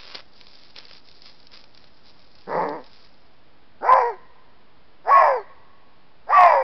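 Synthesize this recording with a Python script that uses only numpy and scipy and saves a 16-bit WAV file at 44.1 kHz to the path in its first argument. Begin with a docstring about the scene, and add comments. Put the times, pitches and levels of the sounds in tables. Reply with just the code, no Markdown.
"""A quiet forest at night: a lynx brushes its fur along a trail camera, then growls once and yowls three times.
Fur is filtered chance slips, with short ticks where stiff hairs snap free, over a steady hiss.
Each call couples two oscillators, driven by pitch and effort: the folds arch in pitch, a higher voice leaps in
and rings out, both break into a rasp, and the call settles into a clear falling tone.
The trees return a faint long echo; the camera is narrow in band and overloads on the loudest peaks."""
import sys
import numpy as np
from scipy import signal
from scipy.fft import rfft, irfft, next_fast_len
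from scipy.io import wavfile
from scipy.ndimage import uniform_filter1d

SR = 44100
rng = np.random.default_rng(int(sys.argv[2]) if len(sys.argv) > 2 else 0)


def unload_audio(sound):
    """Save the sound as a 16-bit wav file, at the path given as the first command line argument."""
    columns = np.transpose(np.atleast_2d(sound))
    # keep every value between -1 and 1, then stretch to whole-number steps
    steps = np.round(np.clip(columns, -1, 1) * 32767)
    wavfile.write(sys.argv[1], SR, steps.astype(np.int16))


N = 292362
TIME = np.arange(N) / SR

# Spectrum of the steady hiss. Each row: frequency in Hz, relative level in dB.
HISS_SPECTRUM = [(18, -29.5), (30, -0.5), (71, -3.5), (135, -5), (178, -5), (312, -5), (333, -7.5),
                 (457, -6.5), (559, -8.5), (598, -7.5), (877, -8.5), (1070, -11), (1350, -12.5),
                 (4960, -20.5), (6500, -42.5), (8450, -84), (14300, -120)]
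HISS_DB = -57.5
# Decay of the distant echo. Each row: frequency in Hz, time to fall by 60 dB in seconds.
FOREST_DECAY = [(200, 1.3), (550, 1.1), (1050, 1.93), (1900, 1.5), (3000, .7), (6000, 0.37)]
# Colour of the distant echo. Each row: frequency in Hz, gain in dB.
FOREST_COLOUR = [(200, -14), (450, -3.5), (750, -7), (1100, -5), (1400, -3.5), (1900, 5.5), (3000, 4.5),
                 (6000, -8.5)]
# Spectrum of sliding hair. Each row: frequency in Hz, relative level in dB.
HAIR_SPECTRUM = [(1180, -38), (2000, -23), (2200, -13), (2780, -15.5), (3440, -4), (4090, 0), (5030, 5),
                 (5950, -10), (6500, -45), (8450, -74), (14300, -120)]
# Spectrum of the dull scrape. Each row: frequency in Hz, relative level in dB.
SCRAPE_SPECTRUM = [(100, -29), (200, -14.5), (400, -6), (560, 2.5), (750, -5.5), (1050, 1.5), (1700, -2),
                   (2700, 0), (3800, -9), (6000, -21)]
# Strokes of fur along the case. 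Each row: start in seconds, length in seconds,
# relative hair hiss in dB, relative scrape in dB.
STROKES = [(-.02, 0.19, -47, -45), (.14, .04, -42, -36), (0.347, 0.12, -54.5, -61),
           (0.486, 0.22, -54.5, -58.5), (0.77, 0.013, -42, -38.5), (0.816, 0.12, -56.5, -54.5),
           (0.921, 0.049, -48, -53), (1.055, 0.41, -56, -68), (1.233, 0.063, -48, -54),
           (1.529, 0.033, -44, -44), (1.568, 0.055, -55, -60), (1.753, 0.12, -61, -62.5),
           (2.057, 0.044, -49.5, -59.5), (2.195, 0.047, -62, -64), (2.36, 0.092, -60.5, -61),
           (2.508, 0.14, -55.5, -72), (2.845, 0.23, -57.5, -60)]
# The stiffest hairs flicking off the case. Each row: start in seconds, relative strength in dB,
# relative share of the low knock in dB.
HAIR_FLICKS = [(0.1532, -21, -6), (0.4116, -34.5, -5), (0.4685, -35.5, -10), (0.554, -34.5, -15),
               (0.7625, -30, -6), (0.7853, -22.5, -14), (0.853, -31.5, -18), (0.883, -37.5, -14),
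               (0.9108, -36, 0.5), (1.0865, -35, -15), (1.2201, -36, -13), (1.4697, -33.5, -22),
               (1.5179, -35, -19), (1.574, -34, -12), (1.6399, -36.5, -7), (1.748, -35.5, -16),
               (1.7752, -33, -12), (1.841, -38, -6), (2.353, -35.5, -25), (2.385, -38.5, -18),
               (2.69, -29.5, -22), (2.841, -39.5, -6)]
# Narrow resonances of the camera case. Each row: frequency in Hz, nominal width in Hz, lift in dB.
CASE_RESONANCES = [(1271, 42, 6), (1590, 33, 6.5), (1712, 11, 10), (1918, 83, 6), (1973, 27, 4),
                   (2115, 28, 9.5), (2303, 30, 10), (2676, 46, 6.5)]
# Controls of the growl. Each row: time in seconds, fold pitch in Hz, effort in dB.
GROWL_CURVE = [(2.464, 156.8, -53), (2.478, 180, -34.5), (2.515, 290.4, -26), (2.58, 345.4, -19),
               (2.635, 345.7, -22), (2.66, 294.3, -24.5), (2.72, 290.4, -28), (2.755, 335.6, -29.5),
               (2.805, 242.8, -39), (2.855, 285.5, -57.5)]
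# Controls of the first yowl. Each row: time in seconds, fold pitch in Hz, effort in dB.
YOWL_1_CURVE = [(3.803, 215.5, -54), (3.822, 245, -37), (3.848, 384.8, -22), (3.875, 480, -19.5),
                (3.887, 504, -11.5), (3.908, 518.4, -8.2), (3.975, 537, -14), (4.03, 476.3, -20),
                (4.09, 473.4, -24), (4.14, 369, -35.5), (4.175, 362, -52.5)]
# Controls of the second yowl. Each row: time in seconds, fold pitch in Hz, effort in dB.
YOWL_2_CURVE = [(5.038, 330, -53), (5.085, 464.3, -19.5), (5.115, 558.1, -12), (5.15, 639.8, -9.2),
                (5.185, 688.7, -9.3), (5.27, 584.7, -14.5), (5.36, 491.8, -21.5), (5.4, 405.4, -31),
                (5.435, 387.3, -44)]
# Controls of the third yowl. Each row: time in seconds, fold pitch in Hz, effort in dB.
YOWL_3_CURVE = [(6.267, 330, -52), (6.303, 485, -21), (6.335, 632.7, -13.5), (6.378, 731, -7.8),
                (6.445, 711.2, -6.2), (6.505, 636, -13.5), (6.56, 558.2, -15.5), (6.629, 516.7, -21)]
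# Changes of register, one row a call. Each row: leap of the upper voice in seconds, its ceiling in Hz,
# sag of the ceiling in Hz per second, time of its ring in seconds, width of the ring in seconds,
# lift of the ring in dB, onset of the rasp in seconds, settling in seconds, lift on settling in dB.
REGISTERS = [(2.625, 906.5, 1197, 2.6, 0.042, 21, 2.645, 2.655, 7),
             (3.888, 1041, 449.4, 3.908, .12, 12, 3.945, 4.025, 14),
             (5.106, 1127, 502, 5.14, 0.14, 16, 5.222, 5.298, 14),
             (6.327, 1185, 1000, 6.35, .14, 13, 6.503, 6.56, 12)]
# Balance, one row a call. Each row: folds against the rasp in dB, their gain at the opening in dB,
# their gain at the top of the arch in dB, upper voice against the rasp in dB,
# treble against effort in dB, greatest treble in dB.
BALANCES = [(-11.5, 12, -8, -14, -14.5, -37.8), (-12.5, 13, 1, -4, -12.5, -31.5),
            (-12.5, 9, 13, -4.5, -15.5, -28.8), (-10, 2, 14.5, -1.5, -15.5, -27)]
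# Throat with the mouth wide open. Each row: frequency at the resting mouth in Hz, gain in dB.
OPEN_THROAT = [(250, -11), (520, -11), (740, 0), (980, 1), (1200, -16), (1470, -21.5), (1780, -14),
               (2080, -23), (2330, -24), (2750, -42.5), (3600, -54), (4400, -46), (5000, -42), (5900, -39)]
# Throat with the mouth half shut. Each row: frequency at the resting mouth in Hz, gain in dB.
HALF_SHUT_THROAT = [(110, -51), (135, -18), (175, 1.5), (250, -5.5), (350, -5), (500, 8.5), (700, -5),
                    (900, 3), (1150, -4.5), (1400, -18), (1820, -7), (2220, -18.5), (2650, -36),
                    (3900, -48.5), (4800, -38.5)]
# Throat resonances that ring on after each pulse. Each row: frequency in Hz, width in Hz.
THROAT_RINGS = [(520, 143), (880, 160), (1150, 228), (1800, 260), (2250, 460)]
# Sum tones of the two voices. Each row: multiple of the folds, multiple of the upper voice.
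SUM_TONES = [(3, 0), (1, 1), (2, 1), (0, 2), (1, 2)]
# Strength of each sum tone ahead of the throat and the balance of the voices, in dB.
SUM_TONE_DB = [0, 0, 3, -18, 1]

STROKE_ATTACK_S, STROKE_RELEASE_S = 0.0086, 0.019
# the coat brushes lightly between strokes until the cat has passed; level relative like the strokes
CONTACT_DB, CONTACT_END_S, CONTACT_FADE_S = -63, 3.2, .15
OPENING_S, BREAK_S, SETTLE_S, LEAP_S = .035, .015, .012, .004  # time scale of each change of register
CREST_LEAD_S = .022  # the folds start to ring just before their highest pitch
BREAK_DB = -7  # the upper voice drowns when the rasp breaks in
UPPER_SETTLES = .6  # share by which the upper voice clears with the folds
TREBLE_FADES = 0.33  # share by which the treble dims as the rasp settles
HARSH_FOLLOWS = 0.32  # pulses grow steadier and less breathy as the rasp weakens, dB per dB
UPPER_SHARE = .65  # how much the sum tones follow the upper voice rather than the folds
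# after the top of the arch the high resonance narrows: delay, time scale, final width, relative level
WHISTLE_LAG_S, WHISTLE_S, WHISTLE_HZ, WHISTLE_DB = .1, .03, 170, -1
CAMERA_HZ, EDGE_HZ = 5750, 15800  # low-pass corners before and after the camera's clipping
FULL_SCALE, OFFSET = .708, .0071  # clipping level and constant offset, as amplitudes


def amp(db):
    """Decibels to amplitude: 20 dB is a factor of ten."""
    return 10 ** (np.asarray(db) / 20)


def evened(x):
    """Normalisation to unit root-mean-square level."""
    return x / np.sqrt(np.mean(x ** 2) + 1e-20)


def steadied(x, size=1300):
    """Gain control: unit level over a few hundredths of a second, while faster flutter stays."""
    power = uniform_filter1d(uniform_filter1d(x ** 2, size), size // 2)
    return x / np.sqrt(abs(power) + 1e-14)


def read(points, hz):
    """Interpolation of a curve along logarithmic frequency."""
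    f, value = np.transpose(points)
    return np.interp(np.log(hz + 1), np.log(f + 1), value)


def add(mix, s, sound):
    """Superposition: a sound is summed into the mix from s seconds."""
    part = mix[max(round(s * SR), 0):][:len(sound)]
    part += sound[:len(part)]


def coloured(x, spectrum):
    """Linear filtering by a spectrum of Hz and dB."""
    size = next_fast_len(len(x) + 1024)
    gain = amp(read(spectrum, np.fft.rfftfreq(size, 1 / SR)))
    return irfft(rfft(x, size) * gain, size)[:len(x)]


def wander(count, hz):
    """Band-limited chance: a fluctuation of unit size, moving up to about hz times a second."""
    f = np.fft.rfftfreq(count, 1 / SR)
    return evened(irfft(rfft(rng.standard_normal(count)) / (1 + (f / hz) ** 4), count))


def low_pass(x, hz, size):
    """Linear-phase low-pass filtering by a windowed impulse response."""
    return signal.oaconvolve(x, signal.firwin(size, hz, window=("kaiser", 8), fs=SR), "same")


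def bump(x, centre, width):
    """A rounded resonance peak of height 1."""
    return 1 / (1 + (2 * (x - centre) / width) ** 2) ** 2


def step(t, at_s, width_s):
    """Smooth transition: a hyperbolic tangent from 0 to 1."""
    return .5 + .5 * np.tanh((t - at_s) / width_s)


def camera_hiss():
    """Stationary noise: random samples shaped by a fixed spectrum."""
    return amp(HISS_DB) * evened(coloured(rng.standard_normal(N), HISS_SPECTRUM))


def forest(x, near_db=-23, near_t60=0.1, far_db=-31):
    """Diffuse scattering: trunks and ground give a short tail, the wood beyond one of up to two seconds."""
    size = 2 * SR
    t = np.arange(size) / SR
    taps = rng.standard_normal(size) * (rng.random(size) < 2000 / SR) * (t > .012)
    # the far echo decays at its own rate in each band
    hz, frame_s, z = signal.stft(taps, SR, nperseg=256)
    decay = amp(-60 * frame_s / read(FOREST_DECAY, hz)[:, None])
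    far = signal.istft(z * decay, nperseg=256)[1][:size]
    far = coloured(far, FOREST_COLOUR) / np.linalg.norm(far)
    near = rng.permutation(taps) * amp(-60 * t / near_t60)
    near = near / np.linalg.norm(near)
    return signal.fftconvolve(x, amp(far_db) * far + amp(near_db) * near)[:N]


def rubbing():
    """Sliding contact: each stroke catches, holds and lets go; powers add for the hiss and the scrape."""
    hair_power = amp(CONTACT_DB) ** 2 * (1 - step(TIME, CONTACT_END_S, CONTACT_FADE_S))
    scrape_power = np.zeros(N)
    for s, length, hair_db, scrape_db in STROKES:
        stroke = step(TIME, s, STROKE_ATTACK_S) * (1 - step(TIME, s + length, STROKE_RELEASE_S))
        hair_power += stroke * amp(hair_db) ** 2
        scrape_power += stroke * amp(scrape_db) ** 2
    return np.sqrt(hair_power), np.sqrt(scrape_power)


def fur(slips_per_s=2200, spread_db=5.5, clump_db=1.5, hair_db=-1.5, scrape_db=-3.5):
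    """Stick-slip friction: countless hairs slip in clumps; pressing harder brings out a duller scrape."""
    sizes = amp(spread_db * np.minimum(rng.exponential(1, N), 4)) * rng.choice([-1, 1], N)
    slips = evened(sizes * (rng.random(N) < slips_per_s / SR))
    slips = slips + .5 * rng.standard_normal(N)
    slips *= amp(clump_db * wander(N, 60))
    sliding, pressing = rubbing()
    hair = evened(coloured(slips, HAIR_SPECTRUM)) * amp(hair_db) * sliding
    scrape = evened(coloured(slips, SCRAPE_SPECTRUM)) * amp(scrape_db) * pressing
    return hair + scrape


def flicks(decay_s=0.0028, flick_db=-6.0, knock_db=4.0):
    """Impulsive release: each stiff hair snaps free with a dry tick and a small knock of the plastic."""
    out, t = np.zeros(N), np.arange(1100) / SR
    envelope = np.exp(-t / decay_s) * (1 - np.exp(-t / 0.000205))
    for s, db, low_db in HAIR_FLICKS:
        burst = rng.standard_normal(len(t))
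        tick = evened(coloured(burst, HAIR_SPECTRUM))
        knock = amp(low_db + knock_db) * evened(coloured(burst, SCRAPE_SPECTRUM))
        add(out, s, amp(db + flick_db) * (tick + knock) * envelope)
    return out


def case(x, between_db=-4.5):
    """Cavity resonance: the hollow case rings in a few narrow bands and swallows what lies between."""
    hz = abs(np.fft.fftfreq(4096, 1 / SR))
    lift_db = sum(db * bump(hz, f, 2 * width) for f, width, db in CASE_RESONANCES)
    lift_db = lift_db + between_db * bump(hz, 2000, 2200)
    # causal response: the case rings only after it is struck
    ring = np.fft.ifft(np.exp(np.conj(signal.hilbert(np.log(amp(lift_db)))))).real
    return signal.oaconvolve(x, ring[:len(ring) // 2])[:len(x)]


def ringing(x):
    """Group delay: each resonance holds its own band back by milliseconds, so a pulse becomes a short ring."""
    size = next_fast_len(len(x) + 2048)
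    hz = np.fft.rfftfreq(size, 1 / SR)
    lag = sum(2 * np.arctan(2 * (hz - f) / width) for f, width in THROAT_RINGS)
    return irfft(rfft(x, size) * np.exp(-1j * lag), size)[:len(x)]


def whistle(drive, hz, width_hz):
    """Heterodyne resonance: shifts the moving hz down to zero, smooths twice, and shifts back."""
    turn = np.exp(2j * np.pi * np.cumsum(hz) / SR)
    r = np.exp(-np.pi * width_hz / SR)
    smooth = signal.lfilter([(1 - r) ** 2], [1, -2 * r, r * r], drive / turn)
    return (turn * smooth).real


def throat(drive, shape, mouth, lowest_hz, strain_db, nasal_db, split_hz=1450, under_db=-25, nasal_hz=1360,
           opening_s=0.1):
    """Source and filter: resonances slide with the mouth, little sounds below the voice; low and bright parts."""
    hz, at, z = signal.stft(drive, SR, nperseg=768, noverlap=576)
    t, hz = np.arange(len(drive)) / SR, hz[:, None]
    above = 1 / (1 + (np.interp(at, t, lowest_hz) / (hz + 1)) ** 16)
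    shape_db = read(shape, hz / np.interp(at, t, mouth))
    # strain fills the valley above the third resonance
    shape_db += strain_db * bump(hz, 3500, 2000)
    # the nose rings until the mouth has opened
    shape_db += nasal_db * bump(hz, nasal_hz, 600) * np.exp(-(at / opening_s) ** 2)
    z = z * amp(shape_db) * (above + amp(under_db))
    low = 1 / (1 + (hz / split_hz) ** 16)
    return [signal.istft(z * part, nperseg=768, noverlap=576)[1][:len(t)] for part in (low, 1 - low)]


def larynx(curve, register, balance, free_ratio=1.54, lock_order=2):
    """Mode locking: the upper voice leaps to a harmonic, the folds ring, a rasp takes over and settles."""
    leap_s, ceiling_hz, sag_hz_per_s, ring_s, ring_length, ring_db, break_s, settle_s, settle_db = register
    folds_db, open_db, crest_db, voice_db, treble_db, most_db = balance
    s, pitch, effort = np.transpose(curve)
    t = np.arange(s[0], s[-1], 1 / SR)
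    hz, effort_db = np.interp(t, s, pitch), np.interp(t, s, effort)
    locked_hz = np.minimum(lock_order * hz, ceiling_hz - sag_hz_per_s * (t - leap_s))
    upper_hz = free_ratio * hz + step(t, leap_s, LEAP_S) * (locked_hz - free_ratio * hz)
    opening_db = open_db * np.exp(-((t - t[0]) / OPENING_S) ** 2)
    broken = step(t, break_s, BREAK_S)
    crest = step(t, t[np.argmax(hz)] - CREST_LEAD_S, BREAK_S) * (1 - broken)
    clear_db = settle_db * step(t, settle_s, SETTLE_S)
    fold_db = folds_db + opening_db + crest_db * crest + clear_db
    upper_db = voice_db + ring_db * bump(t, ring_s, ring_length) + BREAK_DB * broken
    upper_db += UPPER_SETTLES * clear_db
    # the three share one breath: what the tones gain, the rasp loses
    rough_db = effort_db - 10 * np.log10(1 + amp(fold_db) ** 2 + amp(upper_db) ** 2)
    bright_db = np.minimum(effort_db + treble_db - clear_db * TREBLE_FADES, most_db) - rough_db
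    return t, hz, rough_db + fold_db, upper_hz, rough_db + upper_db, rough_db, bright_db


def chest(voices, chest_db=-12.0, steepness=5.1):
    """Period doubling: a hum an octave below the folds, strongest at the height of the growl."""
    t, hz, _, _, _, rough_db, _ = voices
    hum = np.sin(np.pi * np.cumsum(hz * (1 + .015 * wander(len(t), 60))) / SR)
    level = amp(chest_db + rough_db) * (hz / hz.max()) ** steepness
    return t[0], hum * level * signal.windows.tukey(len(t), .4)


def call(voices, shape, rest_hz, low_edge, jitter, shimmer, doubling, air, strain_db, nasal_db, edge_hz, edge_db,
         mouth_follow=0.19, waver=.008, edge_follow=.38, mixing_db=0.):
    """Coupled oscillators: two voices and their sum tones, with uneven pulses and puffs ringing the throat."""
    t, hz, fold_db, upper_hz, upper_db, rough_db, bright_db = voices
    count, mouth = len(t), (hz / rest_hz) ** mouth_follow
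    tremor = 1 + waver * wander(count, 90)
    fold, upper = (2 * np.pi * np.cumsum(f * tremor) / SR for f in (hz, upper_hz))
    tones = amp(fold_db) * np.sin(fold)
    tones += amp(upper_db) * np.sin(upper) * (1 + 0.17 * wander(count, 110))
    # the upper voice rides on the folds' airflow, which makes unsteady sum tones
    for (m, n), db in zip(SUM_TONES, SUM_TONE_DB):
        sum_hz = m * hz + n * upper_hz
        level_db = db + mixing_db + fold_db + UPPER_SHARE * (upper_db - fold_db)
        level_db += read(shape, sum_hz / mouth) + strain_db * bump(sum_hz, 3500, 2000)
        sum_tone = np.sin(m * fold + n * upper + 0.51 * wander(count, 80))
        tones += amp(level_db) * sum_tone * (1 + 0.14 * wander(count, 100))
    # rasp: closures come early or late, strong and weak in turn
    harsh = amp(HARSH_FOLLOWS * (rough_db - rough_db.max()))
    turns = fold / (2 * np.pi) + harsh * jitter * wander(count, 170)
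    closed = np.diff(np.maximum.accumulate(np.floor(turns)), prepend=np.floor(turns[0]))
    force = np.exp(shimmer * wander(count, 310)) * (1 + doubling * np.cos(np.pi * turns))
    puffs = (.3 + np.exp(-(turns % 1) / .4)) * rng.standard_normal(count)
    pulses = evened(closed - closed.mean())
    drive = ringing(force * (pulses + harsh * air * evened(puffs)))
    low, bright = throat(drive, shape, mouth, low_edge * hz, strain_db, nasal_db)
    rasp = amp(rough_db) * (steadied(low, size=800) + amp(bright_db) * steadied(bright))
    # a thin high resonance grows only slowly with effort and sags as the call dies away
    top_s = t[np.argmax(hz)]
    sag = np.where(t > top_s, np.minimum(hz / rest_hz, 1), 1) ** edge_follow
    narrow = step(t, top_s + WHISTLE_LAG_S, WHISTLE_S)
    edge = (1 - .5 * narrow) * steadied(whistle(drive, edge_hz * sag, width_hz=520))
    edge += amp(WHISTLE_DB) * narrow * steadied(whistle(drive, edge_hz * sag, width_hz=WHISTLE_HZ))
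    rasp += amp(edge_db + .55 * rough_db) * edge
    fade = np.clip(np.minimum(t - t[0], t[-1] - t) / .003, 0, 1)
    return t[0], (np.sqrt(2) * tones + rasp) * fade


def lynx():
    """Nonlinear phonation: a low rattling growl, then three yowls, each more strained than the last."""
    voice = np.zeros(N)
    growl = larynx(GROWL_CURVE, REGISTERS[0], BALANCES[0], free_ratio=2.5, lock_order=3)
    first = larynx(YOWL_1_CURVE, REGISTERS[1], BALANCES[1])
    second = larynx(YOWL_2_CURVE, REGISTERS[2], BALANCES[2])
    third = larynx(YOWL_3_CURVE, REGISTERS[3], BALANCES[3])
    add(voice, *call(growl, HALF_SHUT_THROAT, rest_hz=318, low_edge=.52, jitter=.08, shimmer=.22,
                     doubling=0.48, air=.48, strain_db=-4.0, nasal_db=10.0, edge_hz=4700, edge_db=-49.5,
                     mixing_db=-8.))
    add(voice, *chest(growl))
    add(voice, *call(first, OPEN_THROAT, rest_hz=523, low_edge=0.86, jitter=.11, shimmer=0.45,
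                     doubling=.45, air=0.59, strain_db=-2.0, nasal_db=21.0, edge_hz=4800, edge_db=-49.5))
    add(voice, *call(second, OPEN_THROAT, rest_hz=557, low_edge=0.75, jitter=.12, shimmer=0.25,
                     doubling=0.59, air=0.61, strain_db=4.5, nasal_db=13.0, edge_hz=4980, edge_db=-44.5))
    add(voice, *call(third, OPEN_THROAT, rest_hz=530, low_edge=0.75, jitter=.11, shimmer=0.19,
                     doubling=0.57, air=0.89, strain_db=9.5, nasal_db=12., edge_hz=4870, edge_db=-44.0))
    return case(voice)


def scene():
    """Superposition of hiss, fur, flicked hairs, and the calls with their echo."""
    voice = lynx()
    return (camera_hiss() + forest(voice) + fur() + flicks() + voice)[None]


def record(dry, grain_db=-96):
    """Saturation: the microphone rounds peaks; the camera narrows the band, clips and adds a trace of hiss."""
    rounded = dry[0] / (1 + (dry[0] / .83) ** 10) ** (1 / 10)
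    clipped = np.clip(low_pass(rounded, CAMERA_HZ, size=151), -FULL_SCALE, FULL_SCALE)
    grain = amp(grain_db) * rng.standard_normal(N)
    return low_pass(clipped + grain, EDGE_HZ, size=511)[None] + OFFSET


dry = scene()
out = record(dry)
unload_audio(out)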